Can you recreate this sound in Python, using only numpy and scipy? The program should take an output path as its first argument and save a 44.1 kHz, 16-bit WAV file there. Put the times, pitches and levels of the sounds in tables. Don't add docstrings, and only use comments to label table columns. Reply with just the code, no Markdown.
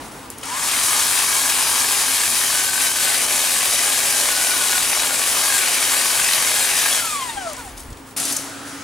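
import sys
import numpy as np
from scipy import signal
from scipy.fft import rfft, irfft, next_fast_len
from scipy.io import wavfile
from scipy.ndimage import uniform_filter1d

SR = 44100
rng = np.random.default_rng(int(sys.argv[2]) if len(sys.argv) > 2 else 0)


def transcribe(u):
    v = np.clip(np.atleast_2d(u).T, -1, 1)
    q = np.round(v * 32767).astype(np.int16)
    wavfile.write(sys.argv[1], SR, q)


def decibels_to_gain(level_db):
    exponent = np.asarray(level_db, float) / 20
    return 10 ** exponent


N = 389403
T = np.arange(N) / SR
SCENE_CHANGE_S = 8.163
SIDES = np.array([[1], [-1]])

# frequency in Hz, density in dB per Hz.
HUSH_COLOUR = [(15, -37), (25, -23), (43, -1.5), (206, -5), (236, 0.5), (301, 0), (363, -5), (394, -2.5),
               (607, -7), (887, -3), (1290, -7), (9570, -28), (14800, -42), (16000, -37)]
HUSH_LATER_COLOUR = [(15, -60), (25, -23), (91, -15.5), (233, -13), (273, -4), (420, -17.5), (700, -12),
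                     (1100, -16), (1300, -8), (2000, -17), (2830, -20.5), (10300, -22.5), (12500, -35),
                     (16000, -34)]
# time in seconds, level in dB.
HUSH_LEVEL = [(0, -34), (.1, -37.5), (.4, -39), (7, -41.5), (7.9, -41), (8.15, -43.5)]
HUSH_LATER_DB = -35.5
# frequency in Hz, level in dB, width in Hz.
ENGINE_LINES = [(101, -56.5, 2.7), (130.5, -57, 2.05), (265.5, -49, 2.1)]
ENGINE_LINES_LATER = [(102.8, -52, 2.53), (135, -53, 3.014), (274, -41.5, 0.57), (283.5, -52, 0.6),
                      (298, -52, 2.1), (400, -53.5, 3.54)]
# start in seconds, length in seconds, level in dB.
GUSTS = [
    (1.0, .2, -58),
    (4.4, 1.0, -58),
    (6.25, 0.45, -57),
    (7.3, 0.23, -55),
    (7.7, 0.23, -44.5),
]
# start in seconds, peak in dB, frequency in Hz (minus: first a pull), t60 in seconds.
FOOTFALLS = [
    (7.349, -38, 46.13, 0.082),
    (7.591, -37, 59.76, 0.074),
    (7.659, -37, 51.1, 0.08),
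    (7.8857, -26, -45, 0.04),
    (7.896, -36, 40, .05),
    (7.9075, -22, -110, 0.02),
    (7.921, -24, 100, 0.03),
    (7.926, -32, -50, 0.036),
]
# start in seconds, length in seconds, level in dB.
LEAF_BRUSHES = [(0.004, 0.071, -43.5), (.12, 0.14, -46), (.315, 0.019, -45), (.382, .006, -46),
                (.415, .02, -52), (7.55, 0.04, -30.5), (7.65, 0.049, -47), (7.7, 0.53, -58),
                (7.776, 0.03, -43), (7.9, .03, -65), (7.97, .02, -54), (8.07, 0.03, -47), (8.11, .06, -45),
                (7.865, .02, -59)]
# start in seconds, length in seconds, level in dB.
RAKE_DRAGS = [
    (8.165, 0.16, -25),
    (8.362, .01, -46),
    (8.66, .04, -41),
]
# frequency in Hz, density in dB per Hz.
RAKE_COLOUR = [(120, -43), (200, -6), (273, -6), (328, -9), (671, -5.5), (950, -7), (1320, -7),
               (3250, -8.5), (8740, -3), (10500, -3), (16000, -27)]
# start in seconds, peak in dB, centre frequency in Hz, length in seconds.
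TINE_SLIPS = [
    (8.173, -16, 7900, 0.017),
    (8.199, -11, 8250, 0.006),
    (8.2521, -10, 9350, 0.006),
    (8.323, -10.5, 8660, 0.01),
    (8.364, -9.5, 8000, 0.007),
]
# start in seconds, peak in dB, centre in Hz, length in seconds.
TIP_RINGS = [
    (.3022, -20, 14000, .002),
    (7.532, -32, 14000, .003),
    (8.365, -12, 6700, .008),
    (8.366, -16, 10600, .006),
    (8.174, -19, 10500, .006),
    (8.324, -21, 16000, .006),
    (8.365, -24, 14500, .005),
    (8.174, -22, 14500, .006),
]
# start in seconds, peak in dB, centre in Hz, length in seconds.
CLICKS = [(0.3022, -10, 10500, 0.00099), (.303, -27, 9000, .012), (0.38, -30, 7000, 0.002),
          (.3845, -23, 10650, .002), (.425, -27, 8000, .002), (0.4125, -29, 6790, 0.005),
          (0.4335, -20, 7500, 0.005), (.429, -25, 2800, .012), (.43, -23, 800, .01),
          (0.4544, -19, 9420, 0.0054), (7.4994, -22, 7000, 0.005), (7.532, -18, 9500, 0.004),
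          (7.567, -22, 6004, 0.005), (7.5994, -28, 4790, 0.005), (7.7767, -25, 6320, 0.005),
          (7.8044, -24, 8620, 0.004), (7.9029, -33, 7050, 0.0052), (7.927, -31, 5500, 0.008),
          (7.973, -30, 3300, 0.003)]
# start in seconds, peak in dB, centre in Hz, length in seconds.
STEM_CHOPS = [(0.707, -18, 2260, 0.005), (0.81, -14, 1320, 0.005), (0.939, -20, 1080, 0.005),
              (1.159, -16, 1170, 0.005), (1.42, -16, 1030, 0.0046), (1.49, -14, 1620, 0.005),
              (1.848, -17, 810, 0.0043), (2.346, -14, 2080, 0.005), (2.808, -6, 1550, 0.005),
              (2.856, -10, 1520, 0.005), (2.972, -20, 2410, 0.005), (3.021, -13, 1530, 0.005),
              (3.112, -11, 2080, 0.005), (3.16, -13, 2340, 0.005), (3.869, -11, 2094, 0.005),
              (4.199, -15, 1800, 0.005), (4.288, -5, 1530, 0.0054), (4.535, -17, 1460, 0.005),
              (4.624, -16, 1490, 0.005), (4.729, -13, 1680, 0.005), (4.78, -8, 1490, 0.005),
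              (4.93, -6, 1610, 0.0054), (5.033, -6.5, 1800, 0.0055), (5.107, -7, 1180, 0.005),
              (5.58, -13, 1570, 0.005), (5.649, -14, 2280, 0.005), (5.674, -5, 2450, 0.005),
              (5.77, -13, 1120, 0.0046), (5.797, -14, 2270, 0.005), (5.934, -7, 1810, 0.0058),
              (6.288, -10, 2460, 0.005), (6.333, -5, 2475, 0.0048), (6.379, -12, 1765, 0.005),
              (6.85, -13, 2690, 0.005)]
CHOP_DB = -2.5
# time in seconds, load from 0 to 1.
BLADE_LOAD = [
    (.44, .3),
    (.6, .4),
    (.75, 1),
    (6.93, 1),
    (7.02, .1),
    (7.78, .1),
]
# frequency in Hz, density in dB per Hz.
BLADE_COLOUR = [(200, -17), (320, -14.5), (600, -3.5), (1100, -5.5), (1330, -8), (1550, -5), (2400, -4.5),
                (4000, -4), (7000, -1.5), (9700, 1), (10800, -0.5), (12000, -7.5), (13800, -8.5),
                (16000, -19.5)]
# time in seconds, rate in Hz.
TOOTH_RATE = [(1.2, 1660), (2.2, 1610), (2.55, 1508), (2.8, 1544), (3.3, 1496), (4.12, 1604), (4.28, 1480),
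              (4.78, 1469), (4.84, 1435), (5.15, 1436), (5.3, 1590), (5.55, 1626), (5.63, 1473),
              (5.72, 1450), (5.95, 1519), (6.5, 1533), (6.8, 1700), (6.96, 1495)]
ON_S, OFF_S = .428, 6.96
SPIN_UP_HZ, SPIN_UP_S = 980.7, .26
FRICTION_HZ, COAST_S = 3466, 2.8
TEETH_PER_TURN, PINION_TEETH = 70, 4
# multiple of the rotor turns, level in dB while cutting.
ROTOR_ORDERS = [(1, -48), (2, -56), (3, -68), (6, -68), (8, -39), (12, -64)]
# start in seconds, length in seconds, level in dB.
MESH_SONGS = [(.512, 0.04, -29), (.57, .04, -39), (1.29, .07, -32), (1.45, 0.16, -36), (1.69, 0.33, -35),
              (2.53, 0.087, -30.5), (2.65, 0.26, -31), (2.95, 0.22, -33), (4.1, 0.041, -30),
              (4.3, 0.34, -29.5), (4.715, .07, -27.5), (5.03, 0.02, -36), (5.1, .015, -33),
              (5.42, 0.04, -31), (5.5, 0.063, -30), (5.56, .02, -29), (5.62, 0.07, -31), (5.95, 0.13, -36),
              (6.1, 0.098, -31.5), (6.81, 0.02, -35), (6.86, .015, -31)]
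MESH_DB = -41
# frequency in Hz, level in dB.
RADIATION = [(400, -52), (500, -47), (600, -27), (900, -30), (1200, -23.5), (1600, -30), (2500, -34.5),
             (3500, -23), (4400, -44)]
# time in seconds, length in seconds, gain in dB.
BACKLASH = [
    (6.989, 0.044, -10),
    (7.108, 0.013, -13),
    (7.35, 0.017, -8),
    (7.447, 0.018, -3),
    (7.51, 0.059, -5.5),
    (7.731, 0.056, -14),
]
# start in seconds, length in seconds, level in dB.
SECOND_SONGS = [
    (7.07, 0.11, -37),
    (7.2, 0.11, -40),
    (7.38, 0.046, -33),
    (7.455, 0.059, -37),
    (7.575, 0.1, -39.5),
]
THIRD_SONGS = [
    (7.1, .03, -36),
    (7.17, 0.058, -36),
    (7.29, .04, -44),
    (7.46, 0.039, -54),
    (7.585, 0.048, -43),
]
FOURTH_SONGS = [
    (7.19, .015, -43),
    (7.29, .015, -40),
    (7.36, 0.091, -43),
    (7.55, .02, -52),
]
# frequency in Hz, width in Hz, level in dB relative to the hiss.
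HOUSING_MODES = [(825, 6.7, -31.5), (1145, 190, -25), (1704, 170, -24), (2250, 31, -26.5), (2410, 72, -28),
                 (2556, 250, -34), (3240, 210, -34), (3824, 92, -25.5), (4800, 340, -33)]
# start in seconds, level in dB, frequency in Hz, length in seconds.
TWIG_BITES = [(0.907, -33, 1200, 0.3), (1.17, -35.0, 2580.0, 0.034), (1.265, -39, 4260.0, 0.031),
              (1.358, -36, 950.0, 0.054), (1.524, -31, 2930.0, 0.16), (1.564, -34, 900.0, 0.21),
              (1.816, -34.5, 880, 0.23), (2.441, -33, 3230.0, 0.048), (3.026, -29, 4390.0, 0.025),
              (3.096, -31, 2070.0, 0.05), (3.29, -32, 2340, 0.03), (4.56, -41, 2900, 0.21),
              (4.78, -33, 3900, .07), (4.98, -33, 3900, 0.065), (5.04, -35, 2350, .2),
              (.69, -33, 2250, .08), (.68, -37, 3070, .25), (.88, -34, 2250, .15), (4.6, -35, 1120, 0.23),
              (5.08, -36, 1120, .15), (6.551, -33, 1600, .2), (5.3, -34, 1100, 0.27),
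              (1.3, -36.5, 1110, .8), (3.15, -35, 3100, .15), (3.602, -32, 2063, 0.043),
              (3.779, -28.5, 2070.0, 0.053), (4.541, -32, 3830.0, 0.031), (4.699, -37.0, 4390.0, 0.037),
              (5.606, -30, 2282, 0.23), (5.626, -30, 4350.0, 0.048), (5.648, -32, 2930.0, 0.043),
              (5.892, -30, 1150, 0.071), (5.909, -29, 1854, 0.035), (5.913, -31, 4574, 0.17),
              (6.012, -32, 1810.0, 0.048), (6.13, -34, 4390.0, 0.043), (6.153, -32, 1160.0, 0.052),
              (6.169, -32, 2110.0, 0.045), (6.174, -30, 2630.0, 0.173), (6.266, -32, 1850.0, 0.112),
              (6.316, -31, 4010.0, 0.022), (6.454, -28, 2146, 0.067), (6.618, -34, 4290, 0.031),
              (6.708, -30.5, 2680, 0.17), (6.748, -28.5, 1714, 0.13), (6.763, -30, 3360.0, 0.077),
              (6.911, -26, 3360.0, 0.028)]
HISS_DB, HISS_DB_PER_OCTAVE, IDLE_DB = -20, 13, -3
# level in dB facing away, gain in dB by facing,
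# gain in dB per octave slower.
PART_LAWS = [(-10.5, 3.5, 10), (-8.5, -4.5, 8), (-23, 9, 6)]
# time in seconds, share of the gearbox side shown from 0 to 1.
FACING = [(.5, 0), (1.1, 0.1), (1.6, 0.05), (2.2, 0.25), (2.7, 0.25), (3.2, 0.83), (3.6, 0.7), (4.1, 0.78),
          (4.9, 0.78), (5.3, 0.9), (5.7, 0.75), (6.3, 0.8), (7, 0.85), (7.5, 0.52)]
CASING_HIDDEN = 0.2
# time in seconds, length in seconds, hiss in dB, gearbox in dB.
SNAGS = [(1.204, .03, 0.5, 4), (1.502, .03, 0, 1), (2.718, 0.052, -2.5, -4), (2.872, 0.023, 1, 7),
         (2.93, 0.068, -2, -4), (3.2, 0.017, -3, 9), (3.272, 0.019, -3, 1), (2.3, 0.011, 0.5, -20),
         (5.164, 0.12, -1, -4), (.66, 0.039, 2, -2), (.75, 0.077, 1, 2), (.95, 0.086, 0.6, 0),
         (4.46, 0.22, 0, -0.5), (5.701, 0.15, 0, 1.5), (6.25, 0.095, 0, 3), (6.983, 0.015, -0.5, 11),
         (7.52, 0.067, 5.5, -6)]


def curve(table):
    s, *columns = np.transpose(table)
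    return [np.interp(T, s, column) for column in columns]


def during(t0, t1, fade=0.0017):
    return np.clip(np.minimum(T - t0, t1 - T) / fade, 0, 1)


def swells_db(rows, rise_s, fall_s):
    gain = 0
    for s, length, db in rows:
        early, late = np.maximum(s - T, 0), np.maximum(T - s - length, 0)
        gain = gain + decibels_to_gain(db) * np.exp(-early / rise_s - late / fall_s)
    return 20 * np.log10(gain + 1e-9)


def walk(rate):
    hold = int(SR / rate)
    return uniform_filter1d(np.repeat(rng.standard_normal(N // hold + 1), hold), hold)[:N]


def flicker(rate):
    x = walk(rate)
    return x - uniform_filter1d(x, int(6 * SR / rate))


def filtered(x, order, hz, kind):
    return signal.sosfilt(signal.butter(order, hz, kind, fs=SR, output="sos"), x)


def grains(rate, spread_db):
    sizes = decibels_to_gain(spread_db * np.minimum(rng.exponential(size=N), 3.5))
    starts = (rng.random(N) < rate / SR) * sizes
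    decay = np.exp(-1 / (0.00057 * SR))
    x = rng.standard_normal(N) * signal.lfilter([1], [1, -decay], starts)
    return x / x.std()


def bands(x, colour, ref, gain_db):
    size = next_fast_len(N)
    f = np.maximum(np.arange(size // 2 + 1) * SR / size, 1)
    hz, db = np.transpose(colour)
    shape = decibels_to_gain(np.interp(np.log(f), np.log(hz), db))
    inside = (f > ref[0]) & (f < ref[1])
    spec = rfft(x, size) * shape / np.sqrt(np.sum(shape[inside] ** 2) / len(f))
    out = 0
    for step in range(int(2 * np.log2(hz[0])), int(2 * np.log2(hz[-1])) + 2):
        share = np.cos(np.pi / 2 * np.clip(2 * np.log2(f) - step, -1, 1)) ** 2
        out = out + irfft(spec * share, size)[..., :N] * decibels_to_gain(gain_db(2 ** (step / 2)))
    return out


def hits(table, width, top_hz=12000):
    out, t = np.zeros(N + SR), np.arange(SR // 8) / SR
    for s, db, hz, length in table:
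        edges = np.clip([hz / width, hz * width], 20, top_hz)
        noise = filtered(rng.standard_normal(len(t)), 2, edges, "band")
        start = int(s * SR)
        out[start:start + len(t)] += decibels_to_gain(db - 9.5) * noise / noise.std() * np.exp(-(t / length) ** 2)
    return out[:N]


def drone(lines):
    out = 0
    for hz, db, width in lines:
        phase = 2 * np.pi * np.cumsum(hz + width * walk(6)) / SR
        out = out + decibels_to_gain(db + 2 + 1.1 * walk(11.0)) * np.sin(phase)
    return out


def garden():
    mid, side = rng.standard_normal((2, N))
    side = filtered(side, 1, 250, "high") + 0.097 * side
    air = mid + 0.29 * side * SIDES
    level_db, = curve(HUSH_LEVEL)

    def before_db(hz):
        return level_db + walk(9.6) + (hz < 70) * -1.5

    def after_db(hz):
        return HUSH_LATER_DB + 1.2 * walk(5.3)

    before = bands(air, HUSH_COLOUR, (25, 16000), before_db) + drone(ENGINE_LINES)
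    after = bands(air, HUSH_LATER_COLOUR, (25, 16000), after_db) + drone(ENGINE_LINES_LATER)
    return before * during(-1, SCENE_CHANGE_S) + after * during(SCENE_CHANGE_S, 10)


def wind():
    puffs = filtered(rng.standard_normal((2, N)), 2, [33, 70], "band")
    puffs = puffs[0] + 0.17 * puffs[1] * SIDES
    return puffs / puffs.std() * decibels_to_gain(swells_db(GUSTS, rise_s=.08, fall_s=0.11))


def footfalls():
    out = 0
    for s, db, hz, t60 in FOOTFALLS:
        decay = (T > s) * np.exp(-np.log(1000) * np.abs(T - s) / t60)
        out = out + decibels_to_gain(db) * np.sin(2 * np.pi * hz * (T - s)) * decay
    return out


def rustle():
    level_db = swells_db(LEAF_BRUSHES, rise_s=.006, fall_s=0.038)
    leaves = rng.standard_normal(N) + 0.54 * grains(1200, spread_db=6.0)

    def gain_db(hz):
        return level_db + (hz > 9000) * 0.52 + walk(30)

    bright = bands(leaves / leaves.std(), BLADE_COLOUR[6:], (3500, 12000), gain_db)
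    return bright * (during(-1, .43) + during(7.55, SCENE_CHANGE_S, fade=0.11))


def rake():
    top_db = swells_db(RAKE_DRAGS, rise_s=0.0026, fall_s=0.091)
    low_db = -12.5 - 0.59 * (top_db + 23.5)
    grit = rng.standard_normal(N) + 0.61 * grains(2500, spread_db=4.0)
    shared = 0.75 * walk(50)

    def gain_db(hz):
        return top_db + shared + 0.86 * walk(25) + (hz < 2200) * (low_db + 9.0)

    return during(SCENE_CHANGE_S, 10) * bands(grit / grit.std(), RAKE_COLOUR, (3000, 12000), gain_db)


def snaps():
    small = hits(CLICKS, width=1.54) + hits(TINE_SLIPS, width=1.7)
    ringing = hits(TIP_RINGS, width=1.1, top_hz=15700)
    return small + ringing + decibels_to_gain(CHOP_DB) * hits(STEM_CHOPS, width=2.14)


def tooth_rate():
    hz = curve(TOOTH_RATE)[0] - SPIN_UP_HZ * np.exp(-np.maximum(T - ON_S, 0) / SPIN_UP_S)
    slowing = np.exp(-np.maximum(T - OFF_S, 0) / COAST_S)
    return np.maximum((hz + FRICTION_HZ) * slowing - FRICTION_HZ, 100)


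def coasting_levels_db(hz):
    at, sent_db = np.transpose(RADIATION)
    loose_db = sum(db * np.exp(-((T - s) / length) ** 2) for s, length, db in BACKLASH)
    levels = [loose_db + np.interp(np.log(hz), np.log(at), sent_db)]
    for songs in (SECOND_SONGS, THIRD_SONGS, FOURTH_SONGS):
        levels.append(swells_db(songs, rise_s=0.0085, fall_s=0.014) + 0.5)
    return levels


def whine():
    coasting, hz, (load,) = T > OFF_S, tooth_rate(), curve(BLADE_LOAD)
    jitter = np.where(coasting, .008, .013 * load) * flicker(70)
    phase = 2 * np.pi * np.cumsum(hz * (1 + jitter)) / SR
    crank = phase / TEETH_PER_TURN
    beads_db = 2.2 * np.cos(crank) + 3.5 * np.cos(2 * crank) + 1.2 * np.cos(4 * crank)

    song_db = np.maximum(swells_db(MESH_SONGS, rise_s=0.013, fall_s=.02), MESH_DB)
    cutting = decibels_to_gain(song_db + load * (beads_db + 1.8 * flicker(35)) - .5) * np.sin(phase)
    rotor = 0
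    for order, db in ROTOR_ORDERS:
        rotor = rotor + decibels_to_gain(db + 1.1 * walk(3.37) + beads_db) * np.sin(order * phase / PINION_TEETH)
    cutting += rotor * during(0.6, 7.0, fade=0.53)

    free = 0
    for k, db in enumerate(coasting_levels_db(hz)):
        level = decibels_to_gain(db + 0.73 * beads_db + (1.6 + 0.3 * k) * flicker(25))
        free = free + level * np.sin((k + 1) * phase + 0.3 * k * flicker(150))
    return np.where(coasting, free, cutting) * during(0.38, 7.78, fade=0.029), hz, crank


def running_db(hz):
    slower, (facing,) = -np.log2(np.minimum(hz / 1500, 1)), curve(FACING)
    hiss_jolt, gear_jolt = 0, 0
    for s, length, hiss, gear in SNAGS:
        jolt = np.exp(-((T - s) / length) ** 2)
        hiss_jolt, gear_jolt = hiss_jolt + hiss * jolt, gear_jolt + gear * jolt
    idle_db = IDLE_DB * during(OFF_S, 10, fade=0.21)
    hiss_db = HISS_DB - HISS_DB_PER_OCTAVE * slower + idle_db + hiss_jolt
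    shown = [facing, np.minimum(facing / CASING_HIDDEN, 1), facing]
    gear_db, case_db, handle_db = (db + turn * side + slow * slower
                                   for (db, turn, slow), side in zip(PART_LAWS, shown))
    return hiss_db, gear_db + gear_jolt + 0.62 * walk(6), case_db, handle_db


def housing(rattle, crank):
    out = 0
    for hz, width, db in HOUSING_MODES:
        ring = signal.lfilter(*signal.iirpeak(hz, hz / width, fs=SR), rattle)
        flutter_db = 4.4 * np.cos(2 * crank + rng.random()) + 2.3 * np.cos(4 * crank)
        out = out + ring / ring.std() * decibels_to_gain(db + 2.1 * walk(10) + flutter_db)
    return out


def bites(crank):
    out = np.zeros(N)
    for s, db, hz, length in TWIG_BITES:
        a, b = int((s - .05) * SR), int((s + length + .1) * SR)
        t, turn = T[a:b], crank[a:b]
        ring = signal.lfilter(*signal.iirpeak(hz, hz / 200, fs=SR), rng.standard_normal(b - a))
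        shape = np.exp(-np.maximum(s - t, 0) / 0.0073 - np.maximum(t - s - length, 0) / 0.02)
        flutter_db = 2.9 * np.cos(2 * turn) + 1.3 * np.cos(4 * turn)
        out[a:b] += ring / ring.std() * shape * decibels_to_gain(db - 2.5 + flutter_db)
    return out


def trimmer():
    teeth, hz, crank = whine()
    load, = curve(BLADE_LOAD)
    crossing = np.cos(4 * crank)
    stroke = 0.036 * load * crossing + 0.041 * np.cos(crank)
    stroke += 0.029 * np.cos(2 * crank + 0.44 * walk(9.8)) + 0.034 * np.cos(4 * crank + 5.5 * walk(8))
    rub = rng.standard_normal(N) * (1 + stroke) + 0.56 * load * grains(1500, spread_db=2.5)
    hiss_db, gear_db, case_db, handle_db = running_db(hz)
    parts_db = [handle_db + 15.0, case_db + 12.5, 0.61 * gear_db + 5.5, 0 * T]
    shared = 0.15 * flicker(32) + 1.3 * flicker(60)
    slow_db = 6.9 * np.log2(np.clip(hz / 1500, .3, 1))

    def gain_db(band_hz):
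        place = np.interp(np.log(band_hz), np.log([607, 990, 2140, 4900]), range(4))
        part_db = sum(max(1 - abs(place - k), 0) * db for k, db in enumerate(parts_db))
        treble_db = (band_hz > 11000) * slow_db
        chatter_db = (band_hz < 3500) * 0.56 * load * crossing
        unsteady_db = (0.25 + 0.062 * place) * shared + flicker(22)
        return hiss_db + part_db + treble_db + chatter_db + unsteady_db

    hiss = bands(rub / rub.std(), BLADE_COLOUR, (4000, 12000), gain_db)
    modes = housing(rub, crank) * decibels_to_gain(hiss_db) * load
    return (teeth + modes + bites(crank) + hiss) * during(ON_S, 7.8, fade=0.0037)


def hedge(x, t60=.1, wide_db=-14.5, centre_db=-15., lead_db=-9., turns=2.5):
    t = np.arange(SR // 5) / SR
    scatter = rng.standard_normal((2, 2, len(t))) * np.exp(-np.log(1000) * t / t60)
    scatter = filtered(scatter, 2, [200, 10500], "band")
    scatter /= np.sqrt(np.sum(scatter ** 2, axis=2, keepdims=True))
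    here, there = signal.fftconvolve(x[None, None], scatter, axes=2)[..., :N]
    place = 2 * np.pi * turns * (T + 0.1 * np.array([walk(1.4), walk(1.957)]))
    wide, centre = here * np.cos(place) + there * np.sin(place)
    middle = signal.sosfiltfilt(signal.butter(1, [250, 3000], "band", fs=SR, output="sos"), x)
    wide = wide - decibels_to_gain(lead_db - wide_db) * signal.hilbert(middle, next_fast_len(N)).imag[:N]
    return (x + decibels_to_gain(centre_db) * centre) * decibels_to_gain(1.26 * SIDES) + decibels_to_gain(wide_db) * wide * SIDES


def scene():
    background = garden() + wind() + footfalls()
    return background + hedge(rustle() + rake() + snaps() + trimmer())


def band_limit(x):
    return signal.sosfilt(signal.butter(12, 17030, fs=SR, output="sos"), x)


def record(dry):
    left, right = np.tanh(1.3 * dry) / 1.3
    mid, side = (left + right) / 2, (left - right) / 2
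    side = signal.sosfiltfilt(signal.butter(6, 11600, fs=SR, output="sos"), side) + 0.21 * side
    scanning = (T * 50 + .08) % 1 > .14
    mid = mid + decibels_to_gain(-56) * scanning * np.sin(2 * np.pi * 15625 * T)
    top_cut = signal.ellip(10, .2, 90, 15750, fs=SR, output="sos")
    both = signal.sosfilt(top_cut, [mid + side, mid - side])
    return band_limit(both)


dry = scene()
out = record(dry)
transcribe(out)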